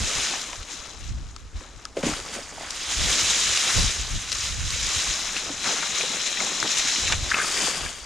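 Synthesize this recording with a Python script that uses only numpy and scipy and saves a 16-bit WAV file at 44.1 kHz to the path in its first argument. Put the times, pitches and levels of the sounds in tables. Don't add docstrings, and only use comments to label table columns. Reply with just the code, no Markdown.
import sys
import numpy as np
from scipy import signal
from scipy.fft import rfft, irfft, next_fast_len
from scipy.io import wavfile

SR = 44100
rng = np.random.default_rng(int(sys.argv[2]) if len(sys.argv) > 2 else 0)


def dump_mix(stems):
    frames = np.atleast_2d(stems).T
    limited = np.clip(frames, -1, 1)
    pcm = np.round(limited * 32767).astype(np.int16)
    wavfile.write(sys.argv[1], SR, pcm)


N = 355225
TIME = np.arange(N) / SR

# pitch in Hz, side minus middle in dB.
WIDTH = [(100, -15), (600, -20.5), (1400, -13.5), (3100, -14), (4500, -9), (7000, -10), (10000, -5.5),
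         (14000, -16)]
# time in seconds, change in level in dB.
WEIGHT = [(0, 2.5), (1.3, -0.5), (2.4, 5), (2.8, -2.5), (3.1, 2.5), (3.8, -2), (4.1, -3.5), (4.7, -5),
          (5.2, 1), (6.8, -0.5), (7.4, 2.5), (7.85, 3), (7.92, -3.5)]
# pitch in Hz, level in dB, time to fall by 60 dB in seconds.
BRANCH = [(1100, -4, 0.012), (1280, 7.5, 0.0097), (1520, 5.5, 0.011), (1695, 4, 0.014), (2020, -2, 0.013),
          (2090, 2.5, 0.021), (2510, 9.5, 0.0086), (3020, 2, 0.013), (3570, 7, 0.02)]


def from_db(db):
    return 10 ** (np.asarray(db) / 20)


def rms_one(x):
    return x / np.sqrt(np.mean(x ** 2) + 1e-20)


def in_time(rows):
    return np.interp(TIME, *np.transpose(rows))


def at_hz(points, hz):
    curve_hz, values = np.transpose(points)
    return np.interp(np.log(np.maximum(hz, 1)), np.log(curve_hz), values)


def drift(rate_hz):
    step, warm_up = 20, 2000
    pole = np.exp(-2 * np.pi * rate_hz * step / SR)
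    noise = rng.standard_normal(N // step + warm_up + 2)
    slow = signal.lfilter([1], [1, -2 * pole, pole * pole], noise)[warm_up:]
    return np.interp(np.arange(N) / step, np.arange(len(slow)), rms_one(slow))


def coloured(x, spectrum, size=8192):
    wanted_gain = from_db(at_hz(spectrum, np.fft.rfftfreq(size, 1 / SR)))
    cepstrum = irfft(np.log(wanted_gain))
    cepstrum[1:size // 2] *= 2
    cepstrum[size // 2 + 1:] = 0
    response = irfft(np.exp(rfft(cepstrum)))
    return signal.oaconvolve(x, response[None], axes=-1)[:, :N]


def add(out, s, sound):
    start = int(s * SR)
    out[:, start:start + sound.shape[-1]] += sound[..., :N - start]


def left_right(pan_db):
    return from_db(np.array([[pan_db], [-pan_db]]) / 2)


def in_stereo(mid_side, width):
    side = coloured(mid_side[1:], width)
    return mid_side[:1] + side * [[1], [-1]]


def fractures(per_s, spread_db):
    chance = np.clip(per_s / SR * np.ones(N), 1e-5, 1)
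    at = np.flatnonzero(rng.random(N) < chance)
    size_db = spread_db * np.minimum(rng.exponential(1, len(at)), 4)
    size = from_db(size_db) / np.sqrt(chance[at])
    clicks = np.zeros((2, N))
    clicks[:, at] = size * np.sign(rng.random((2, len(at))) - .5)
    return rms_one(clicks)


def crackle(per_s, spread_db, clump_db, patchy_db, edges_hz):
    out = 0
    for low, high in zip(edges_hz, edges_hz[1:]):
        band = signal.butter(2, [low, high], "band", fs=SR, output="sos")
        ringing = signal.sosfilt(band, fractures(per_s, spread_db) + 1e-18)
        out = out + ringing * from_db(patchy_db * drift(21))
    return out * from_db(clump_db * drift(56))


def pull():
    # time in seconds, pull in dB.
    lift = [(0.0, -28.5), (0.248, -25.5), (0.662, -43.5), (0.7, -37.5), (1.526, -61.5), (1.564, -46),
            (1.758, -54.5), (1.824, -49), (1.95, -62)]
    # time in seconds, pull in dB.
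    drag = [(2.22, -47), (2.33, -40), (2.53, -44.5), (3.08, -22.5), (3.81, -22.5), (4.04, -32.5),
            (4.27, -33), (4.33, -32), (4.35, -29.5), (4.49, -28.5), (4.56, -34), (4.95, -24), (5.56, -34.5),
            (5.66, -28.5), (6.65, -28.5), (6.7, -24), (7.11, -26.5), (7.19, -32.5), (7.66, -25.5),
            (8.05, -43.5)]
    firm_pull_db = -26.5
    return in_time(np.vstack([lift, drag])) - firm_pull_db


def swell(s, rise_s, fall_s):
    before = np.minimum(TIME - s, 0)
    after = np.maximum(TIME - s, 0)
    return np.exp(-(before / rise_s) ** 2 - after / fall_s)


def with_treads(level_db, axis):
    # time in seconds, dying time in seconds, then leaves, stems and litter in dB.
    treads = [(0.72, 0.07, -38, -58, -61), (1.61, 0.14, -59, -55, -66), (1.992, 0.078, -38.5, -46, -41.5),
              (2.071, 0.12, -27.5, -31.5, -37), (2.351, 0.036, -35.5, -34.5, -43),
              (2.62, 0.18, -51, -37.5, -52), (3.70, .06, -36, -29.5, -45),
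              (3.785, 0.046, -31.5, -39, -37.5), (5.50, 0.059, -49, -43, -40.5),
              (5.675, 0.11, -25, -27, -35), (5.78, .04, -34, -35, -40), (6.02, 0.048, -28, -36, -40),
              (6.14, 0.047, -39, -47, -38), (6.41, 0.21, -31.5, -37, -38.5), (6.649, .02, -38, -39, -30),
              (7.13, 0.015, -34, -28, -35), (7.26, 0.033, -45.5, -42, -43), (7.62, 0.16, -35, -31.5, -38),
              (7.86, 0.014, -53, -36, -55)]
    rise_s = 0.029
    power = from_db(level_db) ** 2
    for s, fall_s, *layer_db in treads:
        power = power + (from_db(layer_db[axis]) * swell(s, rise_s, fall_s)) ** 2
    return 10 * np.log10(power)


def with_swings(level_db, swings):
    power = from_db(level_db) ** 2
    for s, half_s, db in swings:
        power = power + from_db(db) ** 2 * np.exp(-2 * ((TIME - s) / half_s) ** 2)
    return 10 * np.log10(power)


def leaves():
    # pitch in Hz, strength in dB per Hz.
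    leaf_tone = [(500, -33.5), (1200, -10), (2200, -4), (3000, -2), (4000, 0.5), (5200, -1.5), (6700, 0.5),
                 (7300, -3), (8100, -12), (9600, -15.5), (10600, -24.5), (11800, -30.5), (14500, -33.5),
                 (16000, -53)]
    # time in seconds, half length in seconds, rustle in dB.
    swishes = [(1.063, 0.057, -43.5), (1.29, .03, -51.5), (1.396, .02, -50.5), (2.922, .04, -29),
               (4.43, 0.05, -33), (4.725, 0.045, -30), (5.37, 0.052, -30), (5.982, .03, -26),
               (6.277, 0.017, -29), (6.783, 0.016, -21), (6.889, 0.018, -24.5), (7.013, 0.026, -30)]
    firm_db, firm_per_s, crowding, spread_db = -26, 3600, .7, 2.3
    level_db = with_swings(with_treads(firm_db + pull(), axis=0), swishes)
    rate = firm_per_s * from_db(crowding * (level_db - firm_db))
    edges_hz = np.geomspace(700, 17000, 10)
    small = rms_one(crackle(rate, spread_db, clump_db=0.64, patchy_db=1.28, edges_hz=edges_hz))
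    crisp = from_db(-12) * fractures(rate * 0.16, spread_db)
    return from_db(level_db) * rms_one(coloured(small + crisp, leaf_tone))


def stems():
    # pitch in Hz, strength in dB per Hz.
    stem_tone = [(400, -12.5), (900, -9), (1180, -2), (1700, -3.5), (2400, -5.5), (3500, -13),
                 (7000, -22.5), (12000, -66)]
    firm_db, gain_db = -35.5, -3
    follows, bears = 0.66, .5
    ticks = crackle(700, spread_db=0.0, clump_db=2.0, patchy_db=1.6, edges_hz=np.geomspace(600, 6000, 8))
    level_db = with_treads(firm_db + follows * pull() + bears * in_time(WEIGHT), axis=1)
    return from_db(level_db + gain_db) * rms_one(coloured(ticks, stem_tone))


def litter():
    # pitch in Hz, strength in dB per Hz.
    litter_tone = [(60, -27.5), (150, -1), (280, 0), (600, 0.5), (900, -1.5), (1400, -8.5), (3000, -38),
                   (9000, -56)]
    firm_db, gain_db = -44.5, 2.0
    follows = 0.53
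    crunch = crackle(550, spread_db=1.5, clump_db=0.5, patchy_db=2.4, edges_hz=np.geomspace(90, 2400, 6))
    level_db = with_treads(firm_db + follows * pull() + in_time(WEIGHT), axis=2)
    return from_db(level_db + gain_db) * rms_one(coloured(crunch, litter_tone))


def turned(x):
    # time in seconds, left minus right in dB in the treble.
    bearing = [(0.0, 0.5), (1.03, 6.5), (1.75, 6), (1.97, 2.5), (2.17, 2.5), (2.38, 0), (2.85, -0.5),
               (3.2, 1), (4.35, 1.5), (4.64, 0.5), (5.36, 3.5), (6.28, 4.5), (7.2, 2), (7.67, 4.0),
               (8.05, 4)]
    # pitch in Hz, share of the level difference from 0 to 1.
    shadow = [(700, 0), (1300, 1), (3200, 1), (4600, 1), (8000, 0.6), (13000, 0.5)]
    size = next_fast_len(N)
    share = np.clip(at_hz(shadow, np.fft.rfftfreq(size, 1 / SR)), 0, 1)
    treble = irfft(rfft(x, size) * share, size)[:, :N]
    side_gain = from_db(in_time(bearing) * [[.5], [-.5]])
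    return x + treble * (side_gain - 1)


def rustle():
    # time in seconds, share from the pile ahead from 0 to 1.
    ahead_share = [(0, 0.31), (1.9, 0.1), (2.0, 0.7), (2.6, 0.75), (2.9, 0.32), (3.8, 0.33), (4.3, 0.25),
                   (7.1, 0), (7.25, 0.14), (7.45, 0.84), (8.05, 0.94)]
    # pitch in Hz, level in dB.
    from_left = [(3500, -1), (4080, 2), (4450, -7.5), (4850, -3.5), (5500, 0), (8000, 0.5), (9500, -0.5)]
    from_ahead = [(3400, 1), (3850, -5), (4200, -6), (4600, 2.5), (5250, 0), (5750, -3), (6250, -1),
                  (7100, 1.5), (7500, 2.5), (8200, 8), (10000, 6)]
    ground = in_stereo(leaves() + stems() + litter(), WIDTH)
    ahead = np.clip(in_time(ahead_share), 0, 1)
    return turned((1 - ahead) * coloured(ground, from_left) + ahead * coloured(ground, from_ahead))


def wind():
    # time in seconds, buffet in dB ahead of the gain.
    breeze = [(0, -53), (4.9, -44.5), (6.2, -57.5), (8.05, -46.5)]
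    # time in seconds, half length in seconds, buffet in dB ahead of the gain.
    gusts = [(0.02, 0.057, -26.5), (0.18, 0.06, -36), (0.603, .03, -38), (1.14, 0.14, -29),
             (1.442, 0.079, -39), (1.566, 0.035, -30.5), (1.773, 0.027, -40), (2.107, 0.098, -38.5),
             (3.04, 0.07, -27.5), (3.253, 0.053, -34.5), (3.492, 0.033, -37), (3.792, .03, -19.5),
             (3.859, 0.044, -25), (4.02, 0.055, -33), (4.148, 0.049, -24), (4.38, 0.13, -42),
             (4.64, 0.19, -29), (4.85, 0.038, -30.5), (4.976, .03, -32.5), (5.106, .02, -34),
             (7.05, 0.024, -30), (7.167, 0.12, -28.5), (7.845, 0.039, -33)]
    # pitch in Hz, strength in dB per Hz.
    gust_tone = [(12, -19), (25, 0.5), (55, 3.5), (100, -1.5), (160, -10), (260, -18.5), (400, -35),
                 (1000, -46), (5000, -115)]
    # pitch in Hz, side minus middle in dB.
    wind_width = [(30, -3), (60, -2), (130, -1.5), (300, -3)]
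    even_mix_db, lumpy_db, gain_db = -34, 2, -1.5
    level_db = with_swings(in_time(breeze), gusts)
    lumpy_noise = rng.standard_normal((2, N)) * from_db(lumpy_db * drift(19))
    gust = rms_one(coloured(lumpy_noise, gust_tone))
    lull = rms_one(signal.lfilter(*signal.butter(1, 70, fs=SR), gust))
    lull[1] *= from_db(-4)
    force = 1 / (1 + from_db(even_mix_db - level_db))
    return from_db(level_db + gain_db) * in_stereo(force * gust + (1 - force) * lull, wind_width)


def woods_hush():
    # pitch in Hz, strength in dB per Hz.
    woods_tone = [(30, 14), (100, -2), (300, 6), (800, -12), (1200, 1.5), (2000, -11.5), (7000, -5),
                  (11000, -25), (16000, -57)]
    noise = coloured(rng.standard_normal((2, N)), woods_tone)
    return from_db(-52) * rms_one(in_stereo(noise, WIDTH))


def struck(blows, modes, reach_octaves, contact_s, grit, detune, uneven_db):
    out, t = np.zeros((2, N)), TIME[:SR // 5]
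    hz, mode_db, t60 = np.transpose(modes)[:, :, None]
    signs = (-1) ** np.arange(len(hz))[:, None]
    for s, peak_db, favoured_hz in blows:
        favour = np.exp(-(np.log2(hz / favoured_hz) / reach_octaves) ** 2)
        strength = signs * favour * from_db(mode_db + uneven_db * rng.standard_normal(hz.shape))
        pitch = hz * (1 + detune * rng.standard_normal(hz.shape))
        ring = np.sum(strength * np.sin(2 * np.pi * pitch * t) * from_db(-60 * t / t60), axis=0)
        contact = grit * rng.standard_normal(len(t)) * np.exp(-t / contact_s)
        contact[0] += 1
        knock = signal.fftconvolve(ring, contact)[:len(t)]
        add(out, s, from_db(peak_db) * knock / np.abs(knock).max())
    return out


def logs():
    # start in seconds, peak in dB ahead of the gain, pitch in Hz that the contact favours.
    thuds = [(.072, -25.5, 510), (1.610, -32, 440), (1.968, -9.5, 500), (1.982, -17, 420),
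             (2.032, -11.5, 563), (2.035, -13.5, 178), (2.052, -17, 192), (2.064, -9, 320),
             (2.072, -18.5, 650), (2.090, -15.5, 300), (2.365, -25, 710), (2.385, -23.5, 596),
             (2.580, -23, 950), (2.608, -22.5, 900), (2.632, -24, 950), (5.499, -20.5, 387),
             (6.033, -20.5, 496), (6.10, -27, 286), (6.165, -25, 400), (6.628, -28, 313), (6.643, -21, 410),
             (7.68, -22, 475)]
    # pitch in Hz, level in dB, time to fall by 60 dB in seconds.
    log_tones = [(152, -10, 0.28), (231, 3.5, 0.041), (296.5, -0.5, 0.11), (394, -1.5, 0.054),
                 (491, -5.5, 0.063), (551, -5, 0.1), (650, -2.5, 0.041), (803, -8, 0.023), (960, -17, 0.02)]
    knocks = struck(thuds, log_tones, reach_octaves=0.49, contact_s=0.00086, grit=0.041,
                    detune=0.023, uneven_db=3.5)
    return from_db(-6.0) * knocks


def snaps():
    # start in seconds, peak in dB ahead of gain and panning, centre pitch in Hz,
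    # time for the burst to fall by 60 dB in seconds, left minus right in dB.
    snap_rows = [(.338, -24.5, 1300, 0.055, 7), (0.415, -25, 6000, 0.023, 4), (0.53, -24.5, 1070, .03, 2),
                 (0.629, -28, 4000, 0.023, 6), (.858, -33, 1100, .015, -2), (1.363, -30, 4700, 0.014, 9),
                 (1.608, -31, 1150, 0.025, 2), (1.853, -20.5, 4970, 0.0045, 8),
                 (1.969, -25, 2070, 0.074, 2.5), (2.029, -22.5, 1720, .1, 2), (2.201, -21, 3530, 0.0064, 8),
                 (2.706, -19.5, 5400, 0.023, 7), (2.763, -34, 5000, .015, 8), (3.574, -7, 3380, 0.0091, 0),
                 (3.794, -14.5, 4060, 0.016, -1), (4.318, -14.5, 4300, 0.042, 2),
                 (4.327, -15, 4470, 0.028, 7), (4.385, -19, 5900, 0.018, 2), (4.705, -14, 5270, .01, .5),
                 (5.443, -27, 7000, .007, 3), (5.643, -16, 3000, 0.013, 7), (5.826, -20, 1370, 0.11, 4),
                 (6.602, -17, 5980, 0.0091, 19.5), (6.628, -11, 1700, 0.0082, 6),
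                 (6.676, -20, 4500, .012, 1), (6.960, -18, 3300, 0.008, 0), (7.123, -10.5, 2280, 0.021, -1),
                 (7.303, -16.5, 3000, .018, 3), (7.676, -18, 4600, 0.0063, 14)]
    sharpness, top_hz, gain_db = 1.43, 8800, 1.5
    out, t = np.zeros((2, N)), TIME[:SR // 8]
    dull = signal.butter(4, top_hz, fs=SR, output="sos")
    for s, peak_db, hz, t60, pan_db in snap_rows:
        burst = rng.standard_normal(len(t)) * from_db(-60 * t / t60)
        pitched = signal.lfilter(*signal.iirpeak(hz, sharpness, fs=SR), burst)
        crack = signal.sosfilt(dull, pitched)
        add(out, s, crack / np.abs(crack).max() * from_db(peak_db + gain_db) * left_right(pan_db))
    return out


def branches():
    # start in seconds, peak in dB ahead of gain and panning, pitch in Hz that the contact favours.
    clack_rows = [(1.363, -35, 1500), (1.853, -29.5, 1350), (4.326, -23, 3500), (5.366, -15, 2140),
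                  (5.378, -28, 2260), (6.009, -15, 2740), (6.372, -20, 2200), (6.402, -20, 1800),
                  (6.960, -16, 3440), (7.079, -15.5, 2220), (7.126, -14.5, 2180), (7.314, -13, 1560),
                  (7.336, -18, 1810), (7.343, -10, 1830), (7.366, -19, 1420), (7.386, -17, 1600),
                  (7.400, -14.5, 1540), (7.415, -17, 1500), (7.444, -21.5, 1400), (7.862, -24, 1810)]
    clacks = struck(clack_rows, BRANCH, reach_octaves=0.55, contact_s=0.005, grit=.15,
                    detune=0.029, uneven_db=4)
    return (clacks + skid()) * from_db(1) * left_right(2.7)


def skid():
    level_db, slips_per_s, top_hz = -29, 400, 1900
    t = TIME[:SR // 20]
    ring = 0
    for k, (hz, db, t60) in enumerate(BRANCH):
        ring = ring + (-1) ** k * from_db(db - 60 * t / t60) * np.sin(2 * np.pi * hz * t)
    clicks = fractures(slips_per_s, spread_db=-2.0)[0] + 1e-18
    slips = signal.lfilter(*signal.butter(4, top_hz, fs=SR), clicks)
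    rasp = rms_one(signal.oaconvolve(slips, ring)[:N])
    return from_db(level_db) * swell(7.385, rise_s=.055, fall_s=0.08) * rasp


def scene():
    wood = logs() + snaps() + branches()
    return rustle() + wind() + woods_hush() + wood


def record(dry):
    steep_cut = signal.ellip(10, .1, 80, 15400, fs=SR, output="sos")
    return signal.sosfilt(steep_cut, dry)


dry = scene()
out = record(dry)
dump_mix(out)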